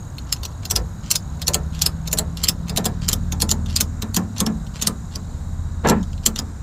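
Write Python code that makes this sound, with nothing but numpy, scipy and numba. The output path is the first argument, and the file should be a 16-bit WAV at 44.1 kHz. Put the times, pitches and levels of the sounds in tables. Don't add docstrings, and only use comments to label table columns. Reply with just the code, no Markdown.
import sys
import numpy as np
from scipy import signal
from scipy.fft import rfft, irfft, next_fast_len
from scipy.io import wavfile
from scipy.ndimage import uniform_filter1d
from numba import njit

SR = 44100
rng = np.random.default_rng(int(sys.argv[2]) if len(sys.argv) > 2 else 0)


def convert_level_to_amplitude(level_db):
    exponent = np.asarray(level_db, float) / 20
    return 10 ** exponent


def inscribe(sig):
    pcm = np.round(np.clip(np.atleast_2d(sig).T, -1, 1) * 32767)
    wavfile.write(sys.argv[1], SR, pcm.astype(np.int16))


N = 292250
T = np.arange(N) / SR
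M = next_fast_len(N, real=True)
F = np.maximum(np.arange(M // 2 + 1) * SR / M, 1)


def unit(x):
    return x / np.sqrt(np.mean(x ** 2))


def colour(points, hz):
    p = np.array(points, float)
    return np.interp(np.log(hz), np.log(p[:, 0]), p[:, 1])


def filtered(x, points):
    return unit(irfft(rfft(x, M) * convert_level_to_amplitude(colour(points, F)), M)[:N])


def band(hz, width):
    spectrum = rng.standard_normal(len(F)) + 1j * rng.standard_normal(len(F))
    return unit(irfft(spectrum / (1 + (2 * (F - hz) / width) ** 2), M)[:N])


def walk(rate):
    knots = np.repeat(rng.standard_normal(int(7 * rate) + 2), 16)
    smooth = uniform_filter1d(uniform_filter1d(knots, 16), 16)
    return 1.3 * np.interp(T * rate * 16, np.arange(len(smooth)), smooth)


def spaced(low_hz, ratio, count):
    return low_hz * ratio ** ((np.arange(count) + rng.random(count)) / count)


@njit
def modes(z, pole, size):
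    y = np.zeros(size)
    for k in range(len(z)):
        v = z[k]
        for i in range(size):
            y[i] += v.imag
            v *= pole[k]
    return y


def ring(hz, db, t60, size, rise, scatter=0.94):
    start = convert_level_to_amplitude(db) * np.exp(2j * np.pi * scatter * rng.random(len(hz)))
    pole = np.exp((2j * np.pi * hz - np.log(1000) / t60) / SR)
    y = modes(start, pole, size) * (1 - np.exp(-np.arange(size) / (rise * SR)))
    return y / np.abs(y).max()


def add(track, s, y):
    i = max(int(s * SR), 0)
    track[i:i + len(y)] += y[:N - i]


# t/s, level/dB, loudest ring f/Hz, pawl touches early by t/ms, bed tug level/dB
PULLS = [(0.6543, -17.5, 4820, 2.6, -44), (.7102, -5, 5800, 9.2, -24.5), (.762, -4.5, 5020, 5.2, -20.5),
         (1.4182, -17, 5190, 3, -38), (1.481, -1.5, 6900, 9.8, -19.5), (1.5441, -4, 6670, 8.2, -19),
         (2.0763, -15, 5360, 2.9, -29.5), (2.129, -6.5, 6980, 14, -22), (2.1864, -6.5, 7700, 4, -20),
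         (2.696, -17, 4980, 13, -29), (2.774, -6, 3800, 4, -17), (2.855, -9.5, 3570, 10.5, -19),
         (3.3228, -15.5, 6600, 2.6, -26.5), (3.4202, -4.5, 6940, 6.4, -19), (3.5139, -4, 7040, 7.5, -19.5),
         (4.023, -15.5, 3830, 3.4, -26.5), (4.1655, -5, 3040, 4.1, -17), (4.404, -6.5, 6460, 21, -18),
         (4.4646, -16, 5510, 0.56, -18), (5.1578, -22.5, 4770, 4.4, -31.5), (5.8979, -6.5, 7520, 25, -31)]
RETURNS = [(0.3265, -9, 5120, 2, -44), (0.4334, -20.5, 4700, 2, -35.5), (0.4525, -16, 5800, 2.9, -39),
           (1.1127, -1, 5770, 7.3, -35), (1.157, -3.5, 5060, 3, -42), (1.8198, -4, 6920, 4.8, -40),
           (1.8635, -3.5, 5160, 3, -25), (2.4385, -8.5, 4240, 3, -35), (2.4869, -2.5, 5400, 1.96, -28.5),
           (3.088, -5.5, 7000, 5, -28.5), (3.1314, -7, 6450, 2.3, -27), (3.763, -5, 4690, 3, -44),
           (3.8079, -1.5, 5140, 4.5, -26), (4.823, -5.5, 6570, 7.8, -29.5), (4.872, -3.5, 8490, 1.9, -21),
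           (6.2624, -0.5, 6100, 1.8, -22.5), (6.361, -19, 3630, 1.4, -48), (6.39, -14, 5020, 2.6, -25)]
# t/s, level/dB, loudest ring f/Hz
TAPS = [(.1834, -27.5, 4320), (.3637, -29.5, 5700), (.775, -24, 4400), (1.0618, -35, 5900),
        (1.1413, -22, 5860), (1.4246, -23, 3810), (1.749, -31, 4550), (1.792, -27.5, 6600),
        (2.1745, -18, 8100), (2.3722, -24.5, 3600), (2.444, -11.5, 4410), (2.4715, -23, 2800),
        (2.7627, -16, 5760), (2.8596, -8.5, 4970), (3.0471, -35, 6000), (3.1159, -20, 3400),
        (3.403, -19.5, 5710), (3.4923, -17, 6630), (3.6605, -27, 3560), (3.7005, -27, 3700),
        (3.7077, -31, 3580), (3.7683, -17, 5000), (3.788, -29, 4400), (4.1447, -13.5, 4630),
        (4.6675, -33.5, 5800), (5.8875, -12.5, 6900), (6.0294, -31.5, 6530), (6.1317, -36, 4600),
        (6.179, -36, 3960), (6.28, -30, 4720)]


def snaps():
    touch_db, touch_hz, touch_dull_db = -11.5, 6330, -1
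    teeth = PULLS + RETURNS
    touches = [(s - early_ms / 1000, db + touch_db, touch_hz, touch_dull_db)
               for s, db, _, early_ms, _ in teeth]
    return [(*row[:3], 0) for row in teeth] + touches + [(*row, 0) for row in TAPS]


# f/Hz, level/dB per Hz
PLATE = [(710, -42), (1200, -6), (2210, -11), (2980, 3), (4400, -0.5), (6870, 1), (7800, -2.5),
         (15500, -7.5)]


def buckle(count=90):
    out = np.zeros(N)
    for s, db, top_hz, edges_db in snaps():
        treble_db = -8.5 + 0.33 * (db + 10.5)
        bass_db = -5.0 - 0.17 * (db + 12.5)
        crowd = spaced(1200, 16000 / 1200, count)
        crowd_db = colour(PLATE, crowd) + 10 * np.log10(crowd / 5000) + 1.8 * rng.standard_normal(count)
        hz = np.r_[crowd, top_hz]
        gain_db = np.r_[crowd_db, 9.0]
        tilt_db = [bass_db + edges_db, 0, 0, treble_db + 6.5 + edges_db]
        gain_db += np.interp(hz, [3540, 4400, 6700, 7500], tilt_db)
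        t60 = np.r_[.008 * (5000 / crowd) ** .3, .013]
        snap = ring(hz, gain_db, t60, size=900, rise=0.00034, scatter=0.7)
        add(out, s - .0002, convert_level_to_amplitude(db + 4.0) * snap)
    return out


# start t/s, length t/s, level/dB
DRAGS = [(0.183, 0.051, -66), (0.261, 0.095, -55.5), (.341, .042, -59), (0.512, 0.019, -53.5),
         (0.621, 0.031, -44.5), (1.026, .1, -47), (1.392, .036, -51), (1.716, 0.16, -48.5),
         (2.048, 0.022, -47.5), (2.363, 0.11, -46.5), (2.668, 0.028, -48), (3.01, 0.082, -43),
         (3.657, 0.2, -45), (4.357, .05, -41), (4.735, 0.071, -40), (5.111, .041, -48.5), (5.835, .09, -42),
         (6.227, 0.04, -45), (6.361, .025, -51)]


def drags():
    ride_db, ride_bright_db, ride_max_s, drag_bright_db = -41.5, -10.5, 0.054, -4
    s = np.array(RETURNS)[:, 0]
    rides = [(a + 0.0065, b - a - .008, ride_db, ride_bright_db)
             for a, b in zip(s[2:], s[3:]) if b - a < ride_max_s]
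    return [(*row, drag_bright_db) for row in DRAGS] + rides


# t/s, length t/s, from f/Hz, to f/Hz, level/dB
SQUEAK = (5.99, .03, 4300, 5700, -49)


def squeak():
    _, length, from_hz, to_hz, db = SQUEAK
    u = np.arange(int(length * SR)) / (length * SR)
    hz = from_hz + (to_hz - from_hz) * u ** .5
    return convert_level_to_amplitude(db) * np.sin(np.pi * u) * np.sin(2 * np.pi * np.cumsum(hz) / SR)


def rubbing():
    ticks = rng.standard_normal(N) * convert_level_to_amplitude(2.26 * rng.exponential(size=N)) * (rng.random(N) < .017)
    dull = filtered(ticks, [(900, -3), (2000, -4.5), (3000, 0.5), (4000, -2), (6000, -37)])
    bright = filtered(ticks, [(3000, -32), (4600, 6.5), (6500, 4.5), (10000, -9.5), (15500, -24)])
    out = np.zeros(N)
    grip = convert_level_to_amplitude(1.1 * walk(120))
    for s, length, db, bright_db in drags():
        k = slice(int(s * SR), int((s + length) * SR))
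        fade = signal.windows.tukey(k.stop - k.start, .3)
        out[k] += convert_level_to_amplitude(db - 0.5) * fade * grip[k] * (dull[k] + convert_level_to_amplitude(bright_db) * bright[k])
    add(out, SQUEAK[0], squeak())
    return out


# f/Hz, level/dB, decay t60/s
BED = [(181.6, 12, 0.51), (275, 3.5, 0.35), (433.8, 3.5, 0.18), (507.5, -2.5, 0.26), (614, -32, 0.22),
       (748.5, 0.5, 0.2), (905, -2, 0.18), (1018, 2.5, 0.2), (1349, 0.5, 0.13), (1710, -6, 0.13),
       (1777, -3, 0.13), (2000, -31, 0.18)]


def knock(boom_db, panel_hz, t60, count=130):
    bed_hz, bed_db, _ = np.array(BED).T
    crowd = spaced(300, 16, count)
    crowd_db = np.interp(np.log2(crowd / 330), [0, 2.7, 4], [-8, -16, -34])
    crowd_db += 11.0 / (1 + (np.log(crowd / panel_hz) / 0.073) ** 2)
    hz = np.r_[bed_hz * (1 + .012 * rng.standard_normal(len(BED))), 135, 200, 218, 250, crowd]
    db = np.r_[bed_db - 3.0, -4, 2, 10, 0, crowd_db] + 2.5 * rng.standard_normal(len(hz))
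    low = hz < 320
    high = ~low
    size = int(1.5 * t60 * SR)
    boom = ring(hz[low], db[low], 2.0 * t60, size, rise=0.0024) * np.linspace(1, 0, size)
    panels = ring(hz[high], db[high], t60 * (600 / hz[high]) ** 0.31, size, rise=0.0011)
    return panels + convert_level_to_amplitude(boom_db) * boom


TENSION_S = [
    .7,
    2.8,
    4.3,
    5.8,
    6,
]
BOOM_DB = [-13.5, -2.5, 6, -2.5, 4]
PULL_PANEL_HZ = [488, 706, 1124, 1020, 900]


def tugs():
    late_s, return_panel_hz = 0.00304, 1234
    pulls = [(s + late_s, db, np.interp(s, TENSION_S, PULL_PANEL_HZ)) for s, *_, db in PULLS]
    returns = [(s, db, return_panel_hz) for s, *_, db in RETURNS]
    return [(s, db, np.interp(s, TENSION_S, BOOM_DB), hz) for s, db, hz in pulls + returns]


# t/s, level/dB, boom share level/dB
JUDDER = [
    (5.832, -31, 5),
    (5.844, -20, -15),
    (5.848, -6, -5.5),
    (5.862, -10.5, -1.5),
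    (5.878, -17.5, -11),
    (5.888, -10, 0.5),
    (5.919, -11.5, -5.5),
    (5.945, -24.5, 5.5),
    (6.01, -37.5, 15),
]
HULL_HZ = [445, 910, 1710]


def bed():
    out = np.zeros(N)
    for s, db, boom_db, panel_hz in tugs():
        add(out, s, convert_level_to_amplitude(db) * knock(boom_db, panel_hz, 0.25))
    s, db, boom_db = np.transpose(JUDDER)
    for k, hit in enumerate(np.arange(5.832, 6.01, .006)):
        hit += 0.00467 * rng.random()
        blow = knock(np.interp(hit, s, boom_db), HULL_HZ[k % len(HULL_HZ)], 0.097)
        add(out, hit, convert_level_to_amplitude(np.interp(hit, s, db)) * blow)
    return out


def walls(x):
    t = np.arange(3500) / SR
    near = convert_level_to_amplitude(-22 - 60 * t / .018)
    far = convert_level_to_amplitude(-28.5 - 60 * (t - .007) / 0.011) + convert_level_to_amplitude(-38 - 60 * (t - .007) / 0.082)
    far /= 1 + np.exp(-(t - .0064) / 0.00088)
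    place = 2 * np.pi * np.cumsum(4 + 2 * walk(5)) / SR
    paths = rng.standard_normal((3, len(t))) * (near + far)
    shares = np.cos(place + 2 * np.pi * np.arange(3)[:, None] / 3) * np.sqrt(2 / 3)
    return x + signal.oaconvolve(x * shares, paths, axes=1).sum(axis=0)[:N]


# t/s, engine cycle f/Hz
GEARS = [(0, 21.2), (.53, 21.4), (.83, 18.5), (1.15, 17.1), (1.7, 17.7), (2.7, 18.85), (3.4, 19.45),
         (4.35, 20.1), (4.75, 16.1), (5.1, 16.35), (6.63, 16.5)]
# t/s, level/dB
LOAD = [(0, -53), (.5, -43.5), (.83, -35), (1, -35.5), (1.6, -29.5), (2.4, -28.5), (3.4, -24), (3.8, -25.5),
        (4.15, -28.5), (4.75, -32), (5, -33), (5.5, -28), (6.2, -28.5), (6.63, -34.5)]
# multiple of the cycle, level/dB
EXHAUST = [(2, -3), (3, -2), (4, 2), (5, -1.5), (6, -30), (7, -6), (8, -30), (9, -1), (10, -14), (11, -11),
           (12, -12.5), (13, -22), (14, -18.5), (15, -27)]
# t/s, spread t/s, lift level/dB
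LUGS = [
    (.8, 0.1, 27),
    (2.6, 1.13, 11.7),
    (4.13, 0.096, 19.7),
    (4.7, 0.29, 16),
]


def truck():
    cycle_hz = np.interp(T, *np.transpose(GEARS))
    bark_hz, bark_width_hz, bark_db, off_bark_db = 163, 14, 5, -10
    near_bark = np.exp(-((9 * cycle_hz - bark_hz) / bark_width_hz) ** 4)
    ninth_db = off_bark_db + (bark_db - off_bark_db) * near_bark
    third_db = -11 + sum(db * np.exp(-((T - s) / spread) ** 2) for s, spread, db in LUGS)
    turns = 2 * np.pi * np.cumsum(cycle_hz * (1 + 0.0031 * walk(6.03))) / SR
    stack = np.zeros(N)
    for k, db in EXHAUST:
        swell_db = (3.5 - 2.17 * (k == 9)) * walk(3.03)
        order_db = db + ninth_db * (k == 9) + third_db * (k == 3) + swell_db
        stack += convert_level_to_amplitude(order_db) * np.cos(k * turns + .5 * walk(1.94))
    return stack * convert_level_to_amplitude(np.interp(T, *np.transpose(LOAD)) - 3.5)


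# f/Hz, level/dB per Hz
ROAD = [(22, -16), (70, 2.5), (190, -7), (330, -25.5), (1300, -25), (2500, -50.5), (4400, -39.5),
        (16000, -56)]


def road():
    swell = walk(0.52)
    hum = np.zeros(N)
    for hz in 22 * 2 ** np.arange(0, 9.6, .5):
        db = colour(ROAD, hz) + 10 * np.log10(hz) + 1.2 * swell + 1.33 * walk(7.2)
        hum += convert_level_to_amplitude(db) * band(hz, hz * 0.49)
    return unit(hum) * convert_level_to_amplitude(-32.0)


# song f/Hz, width f/Hz, pulse rate f/Hz, pulse depth 0-1, early level/dB, late level/dB
CRICKETS = [
    (3850, 220, 65.2, .7, -63, -62.5),
    (6640, 260, 41.8, .75, -54.5, -61),
    (6900, 1900, 118, .2, -63, -58.5),
    (7900, 900, 138, .3, -72, -68),
    (5820, 100, 90, .3, -78, -73),
    (8720, 150, 120, .3, -74, -74),
]


def crickets():
    out = np.zeros(N)
    for hz, width, rate, depth, *db in CRICKETS:
        stroke = 2 * np.pi * np.cumsum(rate * (1 + 0.0099 * walk(3.12))) / SR
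        pulse = 1 - np.clip(depth, 0, 1) * (1 - np.maximum(np.sin(stroke), 0))
        level_db = np.interp(T, [.8, 4.5], db) + 1.3 * walk(2.2)
        out += convert_level_to_amplitude(level_db) * unit(pulse * band(hz, width))
    return out


def scene():
    mono = walls(buckle() + rubbing()) + bed() + truck() + road() + crickets()
    return np.array([mono, mono])


def smear(x, db, spread_s):
    t = np.arange(-500, 501) / SR
    kernel = rng.standard_normal(len(t)) * np.exp(t / spread_s) * (t < 0)
    treble = signal.sosfilt(signal.butter(8, 4200, "high", fs=SR, output="sos"), x)
    return convert_level_to_amplitude(db) * signal.oaconvolve(treble, kernel / np.linalg.norm(kernel), "same")


def band_limit(x):
    return signal.sosfilt(signal.butter(12, 16480, fs=SR, output="sos"), x)


def record(dry):
    moments = np.repeat(1. * (rng.random(N // 1024 + 1) < .35), 1024)[:N]
    apart = uniform_filter1d(moments, 128) + convert_level_to_amplitude(-30)
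    side = apart * smear(dry[0], db=-11.5, spread_s=.003)
    hazy = dry + smear(dry[0], db=-6.5, spread_s=0.0023) + np.array([side, -side])
    soft = np.tanh(1.15 * hazy) / 1.15
    low_pass = signal.ellip(8, .2, 75, 15300, fs=SR, output="sos")
    return band_limit(signal.sosfilt(low_pass, soft))


dry = scene()
out = record(dry)
inscribe(out)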